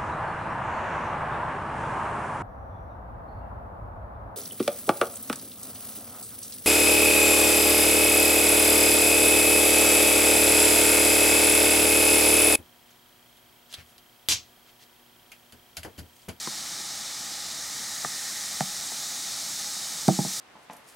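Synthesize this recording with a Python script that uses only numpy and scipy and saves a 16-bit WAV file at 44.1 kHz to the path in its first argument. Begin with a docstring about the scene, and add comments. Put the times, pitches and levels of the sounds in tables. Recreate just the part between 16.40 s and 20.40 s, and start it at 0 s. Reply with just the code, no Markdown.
"""Bath bomb in a toy tub

Close to the microphone, a bath bomb fizzes in a small plastic tub: countless tiny bubbles burst, and
the hollow of the tub colours their hiss. A hand taps a second bomb against a plastic figure, bumps
the tub, then lets the bomb go: it plops through the shallow water onto the bottom and bounces twice."""
import sys
import numpy as np
from scipy import signal
from scipy.fft import rfft, irfft
from scipy.io import wavfile

SR = 44100
rng = np.random.default_rng(int(sys.argv[2]) if len(sys.argv) > 2 else 0)


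def wav_out(sig):
    """Save sig, one row per channel (or a flat mono array), as 16-bit PCM at SR to the path in sys.argv[1]."""
    wavfile.write(sys.argv[1], SR, np.round(np.clip(np.atleast_2d(sig).T, -1, 1) * 32767).astype(np.int16))


N = 176400
T = np.arange(N) / SR
HZ = np.maximum(np.fft.rfftfreq(N, 1 / SR), 1)
SIDES = np.array([[1], [-1]])  # left, right


def amp(db):
    """Decibels to gain."""
    return 10 ** (np.asarray(db) / 20)


def unit(x):
    """Scale to rms 1."""
    return x / np.sqrt(np.mean(x ** 2) + 1e-20)


def in_time(rows):
    """Each column of a curve at every sample."""
    times, *columns = np.transpose(rows)
    return [np.interp(T, times, column) for column in columns]


def per_hz(points):
    """A table joined by straight lines over log frequency."""
    hz, value = np.transpose(points)
    return np.interp(np.log(HZ), np.log(hz), value)


def butter(x, hz, kind, order=2):
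    """Causal low- or high-pass."""
    return signal.sosfilt(signal.butter(order, hz, kind, fs=SR, output="sos"), x)


def resonate(x, hz, width_hz):
    """Two-pole band-pass."""
    radius = np.exp(-np.pi * width_hz / SR)
    return signal.lfilter([1, 0, -1], [1, -2 * radius * np.cos(2 * np.pi * hz / SR), radius * radius], x)


def shelf(x, gain_db, above_hz):
    """Raise or lower everything above a frequency by a changing gain."""
    highs = irfft(rfft(x) / (1 + (above_hz / HZ) ** 10), N)
    return x + (amp(gain_db) - 1) * highs


def stereo(mid, side, colour, side_db, balance_db):
    """Two unrelated signals become a coloured left and right of joint rms 1."""
    both = (rfft(mid) + SIDES * amp(side_db) * rfft(side)) / np.hypot(1, amp(side_db))
    gain = amp(per_hz(colour) + SIDES * balance_db / 2)
    return unit(irfft(both * gain, N))


def room_tone(level_db=-52):
    """The room behind the tub: a low, steady rumble."""
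    # spectrum of the rumble: frequency_hz, relative_db
    colour = [(20, -23), (45, -9.5), (85, -6.5), (140, -2.5), (210, 0.5), (330, -3.5), (420, -11.5),
              (700, -3.5), (1400, -14), (3000, -32)]
    mid, side = rng.standard_normal((2, N))
    return amp(level_db) * stereo(mid, side, colour, side_db=-6.5, balance_db=-1.2)


def room_echo(x, send_db=-10.5, t60_s=0.13, top_hz=2500):
    """The room answers with a short, dull tail, different on each side."""
    t = T[:SR // 2]
    reflections = butter(rng.standard_normal((2, len(t))), top_hz, "low")
    fade = np.exp(-np.log(1000) * t / t60_s)
    tail = reflections * fade / np.linalg.norm(fade)
    return signal.fftconvolve(amp(send_db) * x, tail, axes=1)[:, :N]


def crust_tick(t, decay_s=0.0015):
    """The bomb's gritty crust touches plastic: a very short burst of noise."""
    # spectrum of the contact: frequency_hz, relative_db
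    colour = [(600, -21), (1500, 5), (2300, -4.5), (2800, -16.5), (3500, -7), (4300, 6), (5300, -8),
              (8000, -5.5), (12000, -17), (16000, -28)]
    grit = irfft(rfft(rng.standard_normal(N)) * amp(per_hz(colour)), N)
    return unit(grit[:len(t)]) * np.exp(-t / decay_s)


def mode(t, hz, t60_s, swell_s):
    """A mode swells as the contact presses on, then dies away."""
    swell = 1 - np.exp(-t / swell_s)
    fade = np.exp(-np.log(1000) * t / t60_s)
    return swell * fade * np.sin(2 * np.pi * hz * t)


def knocks(blows, modes, registers_hz, bass_cut_hz=167):
    """Each blow is a tick and the body's modes, weighted by register according to where it lands."""
    track = np.zeros((2, N + SR))
    t = T[:SR // 2]
    for start_s, *register_db, tick_db, swell_s in blows:
        hit = amp(tick_db) * crust_tick(t)
        for hz, mode_db, t60_s, *balance_db in modes:
            strength_db = np.interp(np.log(hz), np.log(registers_hz), register_db)
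            pan_db = SIDES * sum(balance_db) / 2  # centred when a mode has no balance
            hit = hit + amp(mode_db + strength_db + pan_db) * mode(t, hz, t60_s, swell_s)
        start = int(start_s * SR)
        track[:, start:start + len(t)] += hit
    return butter(track[:, :N], bass_cut_hz, "high", order=5)


def figure_taps():
    """The second bomb taps the hollow plastic figure, which rings briefly."""
    # taps: start_s, gain_db in each of five registers, tick_db, swell_s
    taps = [(.0738, -22.5, -28, -41, -20.5, -37, -27, 0.00034),
            (.399, -36, -36.5, -55, -50, -50, -55, 0.0014),
            (1.647, -21.5, -30, -18, -31, -18.5, -38, 0.00072),
            (2.519, -41, -45, -28, -39, -50, -50, 0.0011)]
    # modes of the figure: pitch_hz, relative_db, t60_s
    modes = [(143, -7, 0.063), (223, -7.5, 0.05), (341, -1.5, 0.038), (453, -3.5, 0.041),
             (740, -0.5, 0.019), (830, -4.5, 0.028), (1020, -3.5, 0.023), (1192, 3.5, 0.017),
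             (1840, -2, 0.026)]
    # centres of the registers: pitch_hz
    registers_hz = [190, 354, 780, 1020, 1135]
    return knocks(taps, modes, registers_hz)


def tub_knocks():
    """The tub thuds as the hand bumps it, then as the bomb lands and bounces twice."""
    # blows: start_s, gain_db in each of five registers, tick_db, swell_s
    blows = [(2.2069, -18.5, -58, -9, -18, -16, -18, 0.0026),
             (3.6812, -6, -5.5, -40, -27, -14.5, -14, 0.0017),
             (3.6866, -27, -9.5, -6.5, -29, -9, -45, 0.0017), (3.7888, -14, -17, -23, -8, -25, -43, 0.0011),
             (3.8486, -23.5, -23, -26, -22, -38, -50, 0.0021)]
    # modes of the water-filled tub: pitch_hz, relative_db, t60_s, left_minus_right_db
    modes = [(143, 7, 0.06, -3), (187.2, -5.5, 0.16, -2), (215, -11.5, 0.16, -2), (253, -9, 0.056, -7),
             (326.5, -12.5, 0.13, -3), (370, -12.5, 0.056, -3), (459, -22, 0.18, -10), (527, -14, 0.056, 0),
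             (662, -10.5, 0.077, -4), (729, 1.5, 0.024, 4), (767, -5.5, 0.034, -2), (816, -9.5, 0.057, 3),
             (1192, -9, 0.024, 3), (1740, -32, 0.039, 5)]
    # centres of the registers: pitch_hz
    registers_hz = [176, 367, 778, 830, 1200]
    return knocks(blows, modes, registers_hz)


def pops(per_s=250000, spread_db=0.5):
    """Tiny bubbles burst at random, several to a sample: many faint, a few stronger."""
    count = rng.poisson(per_s / SR, N)
    bursts = np.sqrt(count) * rng.standard_normal(N)
    return bursts * amp(spread_db * np.minimum(rng.exponential(1, N), 6))


def hollow(side_db=-16, cup_hz=1850, cup_width_hz=180):
    """The bursts ring in the air of the tub and under the cupped hand."""
    # air resonances of the tub: pitch_hz, width_hz, rms_db
    air_modes = [(730, 325, -54), (825, 46, -52.5), (1246, 210, -52.5)]
    # resonance under the hand: time_s, rms_db
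    cup_levels = [(0, -51), (1.1, -53), (1.5, -48.5), (1.9, -46), (2.3, -51.5), (3, -54.5), (4, -54.5)]
    bursts = pops() + amp(side_db) * pops() * SIDES
    tub_air = sum((-1) ** k * amp(db) * unit(resonate(bursts, hz, width_hz))  # alternating polarity
                  for k, (hz, width_hz, db) in enumerate(air_modes))
    cup_db, = in_time(cup_levels)
    return tub_air + amp(cup_db) * unit(resonate(pops(), cup_hz, cup_width_hz))


def fizz():
    """Close to the microphone, the bursts merge into a hiss, brighter as the hand uncovers the water."""
    # strength of the fizz: time_s, level_db, upper_shelf_db, treble_shelf_db
    strength = [(0, -34, -1.5, 0.8), (.6, -34.6, -1, -0.5), (1.15, -34.5, -1, -0.3), (1.5, -35, 0.9, 0.5),
                (1.85, -34, 0.2, 1.5), (2.4, -34, -0.1, 0.9), (3.1, -33.5, 0.4, 0.5), (3.6, -34, 0.2, .8),
                (4, -33.5, 1.5, 2.5)]
    # spectrum of the bursting bubbles: frequency_hz, relative_db
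    colour = [(300, -41), (1000, -27), (1600, -14.5), (2300, -10), (2700, -16.5), (3000, -10),
              (3280, -10.5), (3700, -2.5), (4600, -3.1), (5400, -1), (6700, -2), (8300, -5), (10500, -11.5),
              (12000, -14), (13300, -16.5), (16000, -19)]
    # stereo width: frequency_hz, side_minus_mid_db
    width = [(1000, -2), (3500, -33.5), (5000, -24), (7900, -28), (8600, -11), (10500, -5.5), (13000, -6.5),
             (16000, -4)]
    # lean to one side: frequency_hz, left_minus_right_db
    balance = [(8000, 0), (10000, -2), (11600, -6.5), (13200, 3), (15200, 0)]
    level_db, upper_db, treble_db = in_time(strength)
    hiss = stereo(pops(), pops(), colour, per_hz(width), per_hz(balance))
    hiss = shelf(hiss, upper_db, above_hz=4830)
    hiss = shelf(hiss, treble_db, above_hz=7800)
    return amp(level_db) * hiss


def scene():
    """Fizz and knocks up close, the room behind; only the knocks get an echo."""
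    blows = tub_knocks() + figure_taps()
    return fizz() + hollow() + room_tone() + blows + room_echo(blows)


def record(dry):
    """The very top of the treble is cut steeply."""
    cutoff_hz = 15850
    return irfft(rfft(dry) / np.sqrt(1 + (HZ / cutoff_hz) ** 500), N)


dry = scene()
out = record(dry)
wav_out(out)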